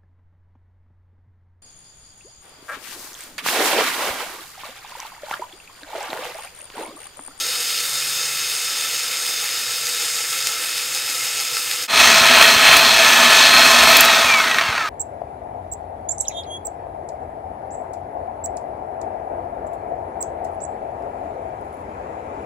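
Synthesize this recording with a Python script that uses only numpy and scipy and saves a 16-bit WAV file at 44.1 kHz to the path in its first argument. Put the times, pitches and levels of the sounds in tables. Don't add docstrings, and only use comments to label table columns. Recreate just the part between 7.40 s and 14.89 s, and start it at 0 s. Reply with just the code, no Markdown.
import sys
import numpy as np
from scipy import signal
from scipy.fft import rfft, irfft, next_fast_len
from scipy.io import wavfile
from scipy.ndimage import uniform_filter1d

SR = 44100
rng = np.random.default_rng(int(sys.argv[2]) if len(sys.argv) > 2 else 0)


def transcribe(signal):
    frames = np.atleast_2d(signal).T
    limited = np.clip(frames, -1, 1)
    pcm = np.round(limited * 32767).astype(np.int16)
    wavfile.write(sys.argv[1], SR, pcm)


N = 330309

CUT_S, SWITCH_OFF_S = 4.474, 6.567
FADE_OUT_S, FADE_IN_S = 0.033, 0.13
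FAST = 2
TOP_HZ = 15700

# (fan air minus housing [dB], bass minus housing [dB], beater contact [dB])
FAST_RUN, SLOW_RUN = (-7.5, -23.3, -13), (-7.4, -20.5, -11)
COAST_ROAR_DB, COAST_AIR_DB, COAST_BASS_DB, COAST_CONTACT_DB = -9.5, -8.5, .6, 2.5
# (time [s], level [dB])
HOUSING_ROAR = [(0, -24.5), (2.3, -25), (4.47, -25), (4.48, -10.5), (4.75, -11.5), (5.1, -11.5),
                (5.14, -13.5), (5.21, -14), (5.25, -11.3), (5.5, -13), (6.0, -11.7), (6.3, -11.8),
                (6.5, -10.5), (6.6, -11.5)]


def mixer(t, shaft, run, orders, speed, mid_hz, air_hz, bass_hz):
    hz = shaft_speed(t, shaft)
    halvings = np.log2(columns(shaft, t)[0] / hz)
    body_db = columns(HOUSING_ROAR, t)[0] + COAST_ROAR_DB * halvings
    coast_db = np.c_[[COAST_AIR_DB, COAST_BASS_DB, COAST_CONTACT_DB]] * halvings
    air_db, bass_db, contact_db = np.c_[list(run)] + coast_db
    unsteady_hz = hz * (1 + .0002 * walk(len(t), 30 * speed))
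    turns = np.cumsum(unsteady_hz) / SR
    drive = gear_drive(t, turns, contact_db, speed)
    tones = whine(t, turns, orders, speed) + coil_whistle(t, turns, hz)
    sound = low_cut(housing(drive + np.sqrt(2) * tones, speed), speed)
    sound = fading_rings(sound, halvings)
    target_db = np.array([bass_db + body_db, body_db, air_db + body_db])
    roar = balance(t, sound, target_db, speed, (bass_hz, mid_hz, air_hz))
    hollow = throb(t, speed, body_db, hz=415, width=42, db=-21, lag=.05)
    rocking = throb(t, speed, body_db, hz=61, width=19, db=-29.5, lag=-.27)
    return roar + hollow + rocking


BRAKE_HZ_PER_S, DRAG_PER_S = 200, .16
# (time [s], speed [turns/s])
FAST_SHAFT_SPEED = [(0, 721.5), (2.0, 717), (2.45, 719.5), (2.55, 712), (2.95, 710), (4.47, 707.5)]
SLOW_SHAFT_SPEED = [(4.47, 344.5), (5.3, 345.2), (6.567, 351)]


def shaft_speed(t, powered):
    stall = BRAKE_HZ_PER_S / DRAG_PER_S
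    coasting_s = np.maximum(t - SWITCH_OFF_S, 0)
    return (columns(powered, t)[0] + stall) * np.exp(-DRAG_PER_S * coasting_s) - stall


WIRES_PER_TURN = .205


def gear_drive(t, turns, contact_db, speed):
    n = len(t)
    passed = turns * WIRES_PER_TURN
    wire = np.floor(passed).astype(int)
    size = undb(2.6 * np.clip(rng.standard_normal(wire[-1] + 1), -2, 2))[wire]
    scrape = size * np.exp(-(passed - wire) / 0.26) * 2.37
    grit = undb(1.14 * walk(n, 400 * speed))
    contact = undb(contact_db + 5.7 * stroke(t, 0)) * scrape
    drive = rng.standard_normal(n) * grit * np.sqrt(1 + contact ** 2)
    return drive / np.sqrt(uniform_filter1d(drive ** 2, int(.15 * SR)))


# (time [s], passes along the wall so far [count])
WALL_PASSES = [(0, 0), (1.43, 10), (2.48, 17), (4.47, 30), (4.65, 31), (5.0, 32), (5.36, 33), (6.5, 36),
               (7.49, 37)]
# (time [s], pressure [0-1])
WALL_PRESSURE = [(0, .3), (1.6, .3), (1.87, .75), (2.8, .9), (4.35, .9), (4.65, .44), (5.0, .74),
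                 (5.36, .7), (5.75, .1), (6.1, .17), (6.5, .5), (7.49, .03)]


def stroke(t, lag):
    phase = columns(WALL_PASSES, t)[0] - lag
    return np.clip(columns(WALL_PRESSURE, t)[0], 0, 1) * (.5 + .5 * np.cos(2 * np.pi * phase))


WAVER_DB = 2.5
# (multiple of shaft speed [ratio], level over the roar's drive before part changes
# and waver [dB], part [0 rotor, 1 fan blades, 2 slots, 3 bars])
FAST_WHINE = [(1, -21, 0), (2, -45, 0), (3, -30, 0), (4, -26.5, 0), (5, -18.5, 1), (6, -24.5, 2),
              (7, -27, 1), (8, -46, 2), (9, -17.5, 1), (10, -25, 2), (12, -17.5, 2), (18, -28, 3)]
SLOW_WHINE = [(3, -34, 0), (5, -19, 0), (9, -22, 1), (11, -28, 0), (12, -16, 2), (15, -29, 3), (18, -25, 3),
              (24, -21.5, 3), (25, -26, 0), (30, -26, 3), (36, -29, 3), (42, -31, 3)]


def whine(t, turns, orders, speed):
    part_db = part_levels(t)
    total = 0
    for order, db, part in orders:
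        level_db = db + part_db[part] + WAVER_DB * walk(len(t), 12 * speed)
        total = total + undb(level_db) * np.sin(2 * np.pi * order * turns)
    return total


# (rotor [dB], fan blades [dB], slots [dB], bars [dB])
PART_LEVELS = [(-.3, -.6, -.3, -.3), (-3.5, -.4, .6, -1.5), (-7, .3, -4, -.4)]
# (middle [s], length [s], part [0-3, as above], change [dB])
PART_SWELLS = [(3.4, 2.6, 1, -4), (2.3, .5, 2, -7), (3.9, 1.4, 2, -3), (6.8, .4, 3, -4), (5.95, .75, 0, 7),
               (5.65, .25, 1, -7), (5.8, .45, 2, -10), (6.36, .08, 2, -5), (6.68, .06, 2, 10.5),
               (6.95, .17, 1, 11.5), (7.11, .1, 1, 8), (7.36, .2, 2, 8), (7.42, .2, 1, 8), (7.36, .3, 3, 8)]


def part_levels(t):
    db = np.array(PART_LEVELS)[np.searchsorted([CUT_S, SWITCH_OFF_S], t)].T.copy()
    for s, length, part, change in PART_SWELLS:
        near = np.abs(t - s) < length
        db[round(part), near] += change * np.exp(-(2 * (t[near] - s) / length) ** 4)
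    return db


MAGNETIC_ORDER, MAGNETIC_DB, MAGNETIC_RISE_DB_S = 36, -13, 3.5


def coil_whistle(t, turns, hz):
    level_db = MAGNETIC_DB + MAGNETIC_RISE_DB_S * (t - SWITCH_OFF_S)
    level_db = level_db + 0.8 * WAVER_DB * walk(len(t), 15)
    tone = undb(level_db) * np.sin(2 * np.pi * MAGNETIC_ORDER * turns)
    return tone * (t < SWITCH_OFF_S) * (MAGNETIC_ORDER * hz < TOP_HZ)


# (frequency [Hz], level per Hz [dB])
MIXER_COLOUR = [(15, -41), (25, -33.5), (174, -18), (240, -13.5), (483, -13.5), (667, -6), (784, -6),
                (1850, -2.5), (2070, 0.5), (2560, -4), (2930, -5), (4510, -5.5), (4890, -11), (6230, -11.5),
                (15600, -24)]
# (frequency [Hz], width [Hz], lift [dB])
BODY_RESONANCES = [(60.8, 23, 14.5), (243.3, 41, 10), (157, 22, 7), (365, 27, -5), (420, 25, 6),
                   (662.7, 45, 10.5), (883, 64, 4.5), (1056, 60, 5.5), (1284, 102, 8), (1520, 50, 3),
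                   (1880, 95, 6), (2026, 125, -8), (2360, 34, 4.5), (2535, 90, 7), (2600, 70, 7),
                   (2960, 73, -3), (3350, 270, 5), (3780, 30, 4), (4570, 530, 2), (4960, 230, -7),
                   (5250, 310, 5.5), (6220, 220, 5), (9100, 520, 2.5), (10400, 850, -7)]


def housing(x, speed):
    hz = np.maximum(np.fft.rfftfreq(16384, 1 / SR) / speed, 1)
    colour_hz, colour_db = np.transpose(MIXER_COLOUR)
    db = np.interp(np.log(hz), np.log(colour_hz), colour_db)
    for centre, width, lift in BODY_RESONANCES:
        db = db + lift / (1 + ((hz - centre) / (width / 2)) ** 2)
    cepstrum = irfft(np.log(undb(db)))
    cepstrum[1:8192] *= 2
    cepstrum[8193:] = 0
    response = irfft(np.exp(rfft(cepstrum)))[:8192]
    return signal.fftconvolve(x, response)[:len(x)]


# (frequency [Hz], width [Hz], share lost for each halving of speed [ratio])
WALL_RINGS = [(243, 60, .8), (662, 50, .45), (2570, 220, 1.2), (1880, 100, .4), (3300, 500, .45)]


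def fading_rings(sound, halvings):
    for hz, width, lost in WALL_RINGS:
        ring = signal.lfilter(*signal.iirpeak(hz, hz / width, fs=SR), sound)
        sound = sound - np.clip(lost * halvings, 0, .9) * ring
    return sound


FLICKER_DB, STROKE_DB = 0.9, 1


def balance(t, sound, target_db, speed, ranges_hz):
    n = len(t)
    power, f = np.abs(rfft(sound)) ** 2, np.fft.rfftfreq(n, 1 / SR)
    have_db = [10 * np.log10(2 * power[(f > lo) & (f < hi)].sum() / n ** 2) for lo, hi in ranges_hz]
    gains = target_db - np.array(have_db)[:, None]
    bass_hz, mid_hz, air_hz = ranges_hz
    anchors = np.log([bass_hz[1] / 2, mid_hz[0] * 2.4, mid_hz[1] * 0.47, air_hz[0] * 1.8])
    weights = [[0.81, 0.07, 0, 0.0056], [0.0089, 1, 1, 0.013], [0.017, 0, 0.0082, 0.89]]
    press, sway = stroke(t, 0), walk(n, 7 * speed)
    edges = 40 * 2 ** np.arange(0, 9, .67)
    out = np.zeros(n)
    for edge, band in zip(edges, split(sound, edges)):
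        share = np.array([np.interp(np.log(edge), anchors, row) for row in weights])
        shade_db = STROKE_DB * press + 0.25 * sway + FLICKER_DB * walk(n, 14)
        out += band * undb(share @ gains + shade_db)
    return out


def throb(t, speed, body_db, hz, width, db, lag):
    peak = signal.iirpeak(hz * speed, hz / width, fs=SR)
    x = signal.lfilter(*peak, signal.lfilter(*peak, rng.standard_normal(len(t))))
    return x / x.std() * undb(body_db + db) * stroke(t, lag) ** 1.6


CRACK_FAST_DB, CRACK_SLOW_DB, CRACK_COAST_DB, CRACK_DB_PER_OCTAVE = -11, -17, -22, 8
# (time [s], body peak before tail and microphone [dB], centre [Hz])
WIRE_KNOCKS = [(1.86, -12.5, 5020), (2.091, -10, 4290), (2.308, -11, 5050), (2.469, -10, 5020),
               (2.618, -15, 5150), (2.789, -15, 2530), (2.929, -12, 2580), (3.071, -3.5, 4500),
               (3.239, -15, 3770), (3.38, -11, 5180), (3.549, -9, 5150), (3.691, -9, 3770),
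               (4.001, -8, 5070), (4.169, -9, 3130), (4.313, -8, 3140), (4.642, -3, 2620), (4.949, 0, 1910),
               (4.975, -1, 1340), (4.999, -2.5, 1320), (5.011, 2, 2550), (5.025, 2.5, 3000),
               (5.079, .6, 2500), (5.279, -1.5, 2560), (5.314, -1.5, 1840), (5.327, 2, 2550),
               (5.342, 2, 2160), (5.368, .6, 7500), (6.828, -5, 1400), (6.9, -3, 2360), (6.94, -3, 2290),
               (7.002, -4, 1570), (7.076, -5, 1980), (7.113, -4, 1900), (7.145, -6, 2180),
               (7.185, .6, 1800), (7.211, -5, 1290), (7.237, -9, 1670), (7.286, -9.5, 1300),
               (7.326, -9, 867), (7.352, -10, 900), (7.379, -7, 1000), (7.409, -10, 1270)]


def knocks():
    out, t = np.zeros(N + SR), np.arange(2048) / SR
    impulse = np.eye(1, len(t))[0]
    ring = {speed: housing(impulse, speed) for speed in (1, FAST)}
    treble = signal.butter(2, 6000, "high", fs=SR, output="sos")
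    for s, peak_db, hz in WIRE_KNOCKS:
        low, high = rng.standard_normal((2, len(t)))
        speed = FAST if s < CUT_S else 1
        crack_db = CRACK_FAST_DB if s < CUT_S else CRACK_SLOW_DB if s < SWITCH_OFF_S else CRACK_COAST_DB
        crack_db += CRACK_DB_PER_OCTAVE * np.log2(hz / speed / 2000)
        push = low * np.exp(-t * speed / .003) + 4.5 * (t == 0)
        band = signal.butter(1, [hz / 2.2, min(hz * 1.7, 15000)], "band", fs=SR, output="sos")
        body = signal.sosfilt(band, signal.fftconvolve(push, ring[speed])[:len(t)])
        crack = signal.sosfilt(treble, high * np.exp(-t * speed / 0.0049))
        hit = body / np.abs(body).max() + undb(crack_db) * crack / np.abs(crack).max()
        i = int(s * SR)
        out[i:i + len(t)] += undb(peak_db) * hit
    return out[:N]


# (time [s], relative strength [dB])
SWITCH_CLICKS = [(6.567, 7), (6.6064, 4), (6.6493, -5)]
# (frequency [Hz], relative level [dB], 60 dB decay time [s])
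SLIDER_MODES = [(5500, -8, .012), (7250, 0, .018), (9000, -8, .01), (11400, -4, .012), (12700, 0, .015),
                (13800, -3, .012), (15200, -3, .012)]


def switch():
    s, strength_db = np.transpose(SWITCH_CLICKS)
    push, t = bursts(s, undb(strength_db), 0.0023), np.arange(SR // 20) / SR
    ring = np.zeros(len(t))
    for hz, db, t60 in SLIDER_MODES:
        ring += undb(db) * np.sin(2 * np.pi * hz * t) * np.exp(-np.log(1000) * t / t60)
    slider = undb(-25.5) * signal.fftconvolve(push, ring)[:N]
    rattle = undb(-10) * np.diff(push, prepend=0)
    wash = np.diff(bursts(s, undb(strength_db - 23), .015), prepend=0)
    return slider + rattle + wash


# (time [s], amplitude before decay and microphone [dB])
COUNTER_BUMPS = [(4.639, -29), (4.81, -21), (4.999, -27), (5.159, -19), (5.362, -26), (7.289, -18)]


def bumps():
    out, t = np.zeros(N + SR), np.arange(SR // 10) / SR
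    push = np.sin(2 * np.pi * 110 * t) * np.exp(-t / 0.0048)
    for s, db in COUNTER_BUMPS:
        i = int(s * SR)
        out[i:i + len(t)] += undb(db) * push
    return out[:N]


DRONE_START_S, DRONE_ATTACK_S, DRONE_HOLD_S, DRONE_RELEASE_S = .36, .11, .49, .17
DRONE_FROM_HZ, DRONE_TO_HZ, DRONE_SLIDE_S, DRONE_DB = 112, 142.5, .11, -54


def drone(t):
    since = np.maximum(t - DRONE_START_S, 0)
    hz = DRONE_TO_HZ + (DRONE_FROM_HZ - DRONE_TO_HZ) * np.exp(-since / DRONE_SLIDE_S)
    corners = np.cumsum([0, DRONE_ATTACK_S, DRONE_HOLD_S, DRONE_RELEASE_S])
    gate = np.interp(since, corners, [0, 1, 1, 0])
    return np.sqrt(2) * undb(DRONE_DB) * gate * np.sin(2 * np.pi * np.cumsum(hz) / SR)


def kitchen_tail(hits):
    t = np.arange(SR // 3) / SR
    tail = rng.standard_normal(len(t)) * np.exp(-np.log(1000) * t / 0.26)
    return undb(-35) * signal.fftconvolve(hits, tail)[:N]


def input_hiss():
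    return undb(-70) * rng.standard_normal(N)


def low_cut(x, speed):
    return signal.sosfilt(signal.butter(4, 54 * speed, "high", fs=SR, output="sos"), x)


def undb(db):
    return 10 ** (np.asarray(db) / 20)


def columns(table, t):
    s, *cols = np.transpose(table)
    return [np.interp(t, s, c) for c in cols]


def walk(n, rate):
    k = int(SR / rate)
    steps = np.repeat(rng.standard_normal(n // k + 1), k)
    return 1.28 * uniform_filter1d(uniform_filter1d(steps, k), k)[:n]


def decay(x, seconds):
    return signal.lfilter([1], [1, -np.exp(-1 / (seconds * SR))], x)


def bursts(times, gains, seconds):
    hits = np.zeros(N)
    hits[(np.asarray(times) * SR).astype(int)] = gains
    return decay(hits, seconds) * rng.standard_normal(N) + 1.4 * hits


def split(x, edges_hz):
    size = next_fast_len(len(x))
    spec, loghz = rfft(x, size), np.log(np.fft.rfftfreq(size, 1 / SR) + 1)
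    shapes = [np.interp(loghz, np.log(edges_hz), row) for row in np.eye(len(edges_hz))]
    return [irfft(spec * shape, size)[:len(x)] for shape in shapes]


def scene():
    t = np.arange(N) / SR
    cut = int(CUT_S * SR)
    fast = mixer(t[:cut], FAST_SHAFT_SPEED, FAST_RUN, FAST_WHINE, FAST,
                 mid_hz=(1200, 7000), air_hz=(8000, 15000), bass_hz=(90, 900))
    slow = mixer(t[cut:], SLOW_SHAFT_SPEED, SLOW_RUN, SLOW_WHINE, 1,
                 mid_hz=(600, 3500), air_hz=(5000, 15000), bass_hz=(40, 450))
    hits = knocks()
    hits = hits + kitchen_tail(hits) + switch()
    fade = np.clip(np.maximum((CUT_S - t) / FADE_OUT_S, (t - CUT_S) / FADE_IN_S), 0, 1)
    sources = np.concatenate([fast, slow]) + low_cut(hits + bumps(), 0.92) + drone(t)
    mono = sources * fade + input_hiss()
    return np.array([mono, mono])


def record(dry):
    top_cut = signal.ellip(10, .2, 68, TOP_HZ, fs=SR, output="sos")
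    return signal.sosfilt(top_cut, np.clip(dry, -.97, .97))


dry = scene()
out = record(dry)
transcribe(out)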